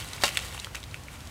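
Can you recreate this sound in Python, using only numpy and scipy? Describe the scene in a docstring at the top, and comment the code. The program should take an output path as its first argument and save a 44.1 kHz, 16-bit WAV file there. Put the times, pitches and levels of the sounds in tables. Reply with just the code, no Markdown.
"""A branch is pulled down close by in a forest: it strains, snaps and tears.
Sharp cracks set the wood ringing while its fibres rip in short bursts. Twigs and stiff leaves
click as the foliage springs back, and the rustle of leaves brushing together settles.
Leaves and trunks send back short echoes, over a soft outdoor hiss and a low, distant drone."""
import sys
import numpy as np
from scipy import signal
from scipy.fft import rfft, irfft
from scipy.io import wavfile

SR = 44100
rng = np.random.default_rng(int(sys.argv[2]) if len(sys.argv) > 2 else 0)


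def to_wav(s):
    """Save 16-bit WAV."""
    ch = np.atleast_2d(s).T  # columns
    pcm = np.round(np.clip(ch, -1, 1) * 32767)  # PCM
    wavfile.write(sys.argv[1], SR, pcm.astype(np.int16))


N = 57330  # 1.3 seconds
CUTOFF_HZ = 15800


def amp(db):
    """Turns decibels into a number to multiply by."""
    return 10 ** (np.asarray(db) / 20)


def unit(x):
    """Scales a signal to an average strength (rms) of 1."""
    return x / np.sqrt(np.mean(x ** 2) + 1e-20)


def add(mix, start_s, sound):
    """Adds a sound to the mix at the given time."""
    part = mix[max(round(start_s * SR), 0):][:len(sound)]
    part += sound[:len(part)]


def lowpass(x, hz):
    """Gently dulls the sound above hz."""
    return signal.lfilter(*signal.butter(1, min(hz, .49 * SR), fs=SR), x)


def colour(x, tone, size=2048):
    """Shapes bass and treble to follow rows of (frequency_hz, level_db)."""
    hz, db = np.transpose(tone)
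    bins_hz = abs(np.fft.fftfreq(size, 1 / SR)) + 1
    log_gain = np.log(amp(np.interp(np.log(bins_hz), np.log(hz), db)))
    response = np.exp(signal.hilbert(log_gain).conj())  # rings after a hit, never before
    taps = np.fft.ifft(response).real[:size // 2]
    return signal.fftconvolve(x, taps / np.linalg.norm(taps))[:len(x)]


def drift(seconds):
    """A smooth random wobble; more seconds make it slower."""
    hz = np.fft.rfftfreq(N, 1 / SR)
    keep_slow = np.exp(-(hz * seconds) ** 2) * (hz > 0)
    return unit(irfft(rfft(rng.standard_normal(N)) * keep_slow, N))


def grains(per_s, spread_db):
    """Tiny ticks of uneven size at random times."""
    size = amp(spread_db * np.minimum(rng.exponential(1, N), 5))
    return unit(size * rng.choice([-1, 1], N) * (rng.random(N) < per_s / SR))


# The tone of the outdoor air: frequency_hz, level_db
AIR_TONE = [(20, -22), (45, 2.5), (65, 1), (82, 8), (103, 6), (140, 3), (180, -4), (260, -5.5),
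            (400, -11.5), (1000, -11.5), (2500, -16.5), (5000, -21.5), (9000, -24), (16000, -32.5)]
def outdoors(air_db=-44, drone_db=-50.5, drone_hz=62.95, waver=0.031, swell_db=1, drift_s=0.1):
    """Soft hiss and rumble with a wavering drone, perhaps a far engine."""
    air = unit(colour(rng.standard_normal(N), AIR_TONE, size=16384))
    pitch_hz = drone_hz * (1 + waver * drift(drift_s))
    cycles = np.cumsum(pitch_hz) / SR
    drone = unit(amp(swell_db * drift(drift_s)) * np.sin(2 * np.pi * cycles))
    return amp(air_db) * air + amp(drone_db) * drone


# How loud the rustle is as time passes: time_s, level_db
RUSTLE_LEVELS = [(0, -41.5), (.05, -47), (.12, -48.5), (0.149, -43), (0.194, -49.5), (.25, -37.5),
                 (.31, -43.5), (.37, -42), (.47, -44), (.51, -46.5), (0.552, -45), (.575, -50), (.61, -50),
                 (.66, -49), (.71, -65.5), (.77, -47), (.81, -61.5), (.88, -64), (.96, -55), (1.05, -75),
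                 (1.142, -50), (1.18, -59.5), (1.3, -55.5)]
# The tone of leaves touching: frequency_hz, level_db
LEAF_TONE = [(100, -18.5), (400, -2), (1000, -2.5), (1900, 0), (2700, 1), (3800, -1), (5500, -6.5),
             (8000, -5), (11000, -10.5), (16000, -17.5)]
# Borders between the rustle's low and high bands: frequency_hz
LEAF_BORDERS_HZ = [700, 1300, 2200, 3200, 4500, 7000, 11000]
def leaves(clump_db=2, clump_s=0.0071, crackle_db=-3.5):
    """Leaves of many sizes brush together in short clumps, with a light crackle on top."""
    brush = np.zeros(N)
    borders = [100] + LEAF_BORDERS_HZ + [CUTOFF_HZ]
    for band in zip(borders, borders[1:]):
        touches = grains(per_s=6000, spread_db=3) * amp(clump_db * drift(clump_s))
        brush += signal.sosfilt(signal.butter(2, band, "bandpass", fs=SR, output="sos"), touches)
    crackle = amp(crackle_db) * grains(per_s=500, spread_db=3)
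    level_db = np.interp(np.arange(N) / SR, *np.transpose(RUSTLE_LEVELS))
    return colour(unit(brush) + crackle, LEAF_TONE) * amp(level_db)


# The notes inside one click: pitch_multiple, level_db
TWIG_NOTES = [(.3, -16), (.58, -11), (1, 0), (1.3, -13), (2.6, -21)]
# Twig and stiff leaf clicks, plus the branch's second crack as the two rows at 0.372 s: start_s, level_db,
# pitch_hz, ring_cycles, edge_db, splinter_db
TWIG_CLICKS = [(0.024, -29.5, 3220, 4.5, -10, -16), (0.0764, -33, 8900, 4, -2, -3),
               (0.0878, -30, 8650, 6.6, -0.5, -5), (0.1333, -23, 3860, 3.2, -4, -2),
               (0.1813, -26.5, 2370, 2.1, -12, -18), (0.28, -15, 3030, 1.8, -3, -9),
               (0.2907, -19, 2760, 1.5, 8.5, -8), (0.3567, -21, 2750, 2, -4, -14),
               (.3720, -11.5, 3410, 4.2, -17, -8.5), (.3722, -8.5, 2350, 1.94, -7, -11),
               (0.3909, -19.5, 2840, 1.6, 8, -10), (.4256, -33, 3840, 2.7, 1, -3),
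               (0.547, -30.5, 1090, 2, -5, -6), (0.578, -27, 1010, 1, -7, -15),
               (0.578, -25, 2800, 2.6, -4, -16), (0.593, -30, 3740, 7.2, -16, -11),
               (0.598, -26.5, 4070, 7.2, -12, -7), (0.5993, -26.5, 7320, 7, -16, -9),
               (0.6204, -34, 2600, 2, 3, -14), (0.6457, -23.5, 3310, 4.4, 6, -5),
               (0.6702, -18.5, 1350, 0.62, -17, -34), (0.7476, -21.5, 1710, 1.6, 1, -7),
               (0.7509, -23.5, 2760, 3, 0, -8.5), (0.7552, -23, 2600, 2.3, 10, -7),
               (0.766, -31, 2510, 8, -16, -16), (.8029, -39, 9000, 5.6, 2, -2),
               (0.83, -29, 3540, 2.3, -4, -10), (0.8389, -27.5, 3720, 2.4, -2, -8),
               (0.912, -39, 4200, 4, -4, -2), (0.9435, -20, 2510, 2.9, -3, -12.5),
               (1.0358, -39, 7640, 5, -2, 0), (1.0840, -26, 2280, 2.1, -16, -26),
               (1.2056, -33.5, 3740, 2.1, -4.5, 0.5), (1.2730, -39, 4630, 2.1, -4, 4.5)]
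def twigs(edge_s=.00007, rise_s=.0001, splinter_s=0.0022, spray_db=-5.5):
    """Each click is a sharp edge, a quickly fading ring and a brief spray of splinters."""
    t = np.arange(SR // 20) / SR
    clicks, spray_level = np.zeros(N), np.zeros(N)
    edge = lowpass((1 - t / edge_s) * np.exp(-t / edge_s), hz=9000)
    for start_s, level_db, pitch_hz, ring_cycles, edge_db, splinter_db in TWIG_CLICKS:
        ring = sum((-1) ** k * amp(db) * np.sin(2 * np.pi * min(pitch_hz * multiple, SR / 2) * t)
                   for k, (multiple, db) in enumerate(TWIG_NOTES))
        fade = (1 - np.exp(-t / rise_s)) * np.exp(-t * pitch_hz / ring_cycles)
        click = ring * fade + amp(edge_db) * edge
        click -= lowpass(click, 0.36 * pitch_hz)  # thin out the bass
        add(clicks, start_s, amp(level_db) * click)
        add(spray_level, start_s, amp(level_db + splinter_db) * np.exp(-t / splinter_s))
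    return clicks + amp(spray_db) * splinters(spray_level)


# The tone of splintering: frequency_hz, level_db
SPLINTER_TONE = [(500, -10.5), (2000, -1.5), (4500, 5), (9000, -1.5), (12000, -10.5), (16000, -11)]
def splinters(level):
    """Tiny splinters make a bright fizz that follows the given level."""
    return colour(level * grains(per_s=14000, spread_db=1.5), SPLINTER_TONE)


# Bursts of tearing: start_s, level_db, fade_ms, bass_db
FIBRE_TEARS = [(0.2107, -38, 8.2, -1), (0.2195, -27, 3.4, 0), (0.2235, -27.5, 2.7, -5), (.2363, -15, 6, -3),
               (0.2421, -22.5, 4.2, 2), (.2520, -23.5, 9.8, -5), (0.2635, -28.5, 16.8, -6),
               (.2790, -32, 8.9, -3)]
# The tone of tearing wood: frequency_hz, level_db
FIBRE_TONE = [(60, -24), (200, -7), (330, -5), (600, 0.5), (1000, -2.5), (2000, -8), (2800, 3.5),
              (4500, -0.5), (6000, -5), (8000, -5.5), (11000, -13), (16000, -23)]
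def tearing_fibres(rise_s=0.00012, bass_hz=1210):
    """Wood fibres rip in bursts, each a dense shower of ticks."""
    t, fibres = np.arange(N) / SR, np.zeros(N)
    for start_s, level_db, fade_ms, bass_db in FIBRE_TEARS:
        fade = (1 - np.exp(-t / rise_s)) * np.exp(-t * 1000 / fade_ms)
        burst = amp(level_db) * fade * grains(per_s=14000, spread_db=3)
        bass_change = (amp(bass_db) - 1) * lowpass(burst, bass_hz)
        add(fibres, start_s, burst + bass_change)
    return colour(fibres, FIBRE_TONE)


# The cracks as the branch gives way: start_s, level_db, width_ms
BRANCH_CRACKS = [(0.2367, -8.5, .28), (.2368, -2, 0.11), (.2379, -4, 0.037), (0.242, -4.5, 0.23),
                 (0.2436, -10, 0.056)]
# The notes the wood rings with: pitch_hz, relative_level_db, ring_s (time to fade by 60 dB)
WOOD_NOTES = [(225, -1, .07), (385, -10.5, 0.085), (565, -1, .12), (777, -1.5, 0.052), (863, 0.5, 0.055),
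              (1068, 2.5, 0.1), (1228, -11, 0.055), (1398, -4, .09), (1618, -2, 0.09), (1830, -1, 0.063),
              (2116, -7, .1), (2697, -3, 0.064), (2826, 2, .11), (3510, -3, .09), (4576, -7, 0.11)]
def snapping_branch(ring_db=-26, rise_s=0.0016):
    """The branch breaks in a few sharp steps; the first sets the wood ringing."""
    t, snap = np.arange(N) / SR, np.zeros(N)
    for start_s, level_db, width_ms in BRANCH_CRACKS:
        age = t * 1000 / width_ms
        add(snap, start_s, -amp(level_db) * (1 - age) * np.exp(-age))
    ring = sum((-1) ** k * amp(db - 60 * t / ring_s) * np.sin(2 * np.pi * pitch_hz * t)
               for k, (pitch_hz, db, ring_s) in enumerate(WOOD_NOTES))
    add(snap, BRANCH_CRACKS[0][0], amp(ring_db) * (1 - np.exp(-t / rise_s)) * ring)
    return lowpass(snap, hz=8000)


# Echoes from the trees: level_db, delay_s, ring_s (time to fade by 60 dB), treble_limit_hz
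TREE_ECHOES = [(-10.5, .0008, 0.022, 10000), (-19.5, .008, .2, 6500)]
def forest(sound):
    """Near leaves and farther trunks add short, blurred echoes."""
    t, out = np.arange(SR // 2) / SR, sound.copy()
    for level_db, delay_s, ring_s, treble_limit_hz in TREE_ECHOES:
        tail = lowpass(rng.standard_normal(len(t)), treble_limit_hz) * amp(-60 * t / ring_s)
        add(out, delay_s, amp(level_db) * signal.fftconvolve(sound, tail / np.linalg.norm(tail)))
    return out


def scene():
    """Branch, twigs and leaves among the trees, in one channel."""
    nearby = tearing_fibres() + snapping_branch() + twigs() + leaves()
    return (forest(nearby) + outdoors())[None]


def record(dry):
    """Cuts away the very highest treble."""
    taps = signal.firwin(255, CUTOFF_HZ, window=("kaiser", 9), fs=SR)
    return signal.oaconvolve(dry, taps[None], "same")


dry = scene()
out = record(dry)
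to_wav(out)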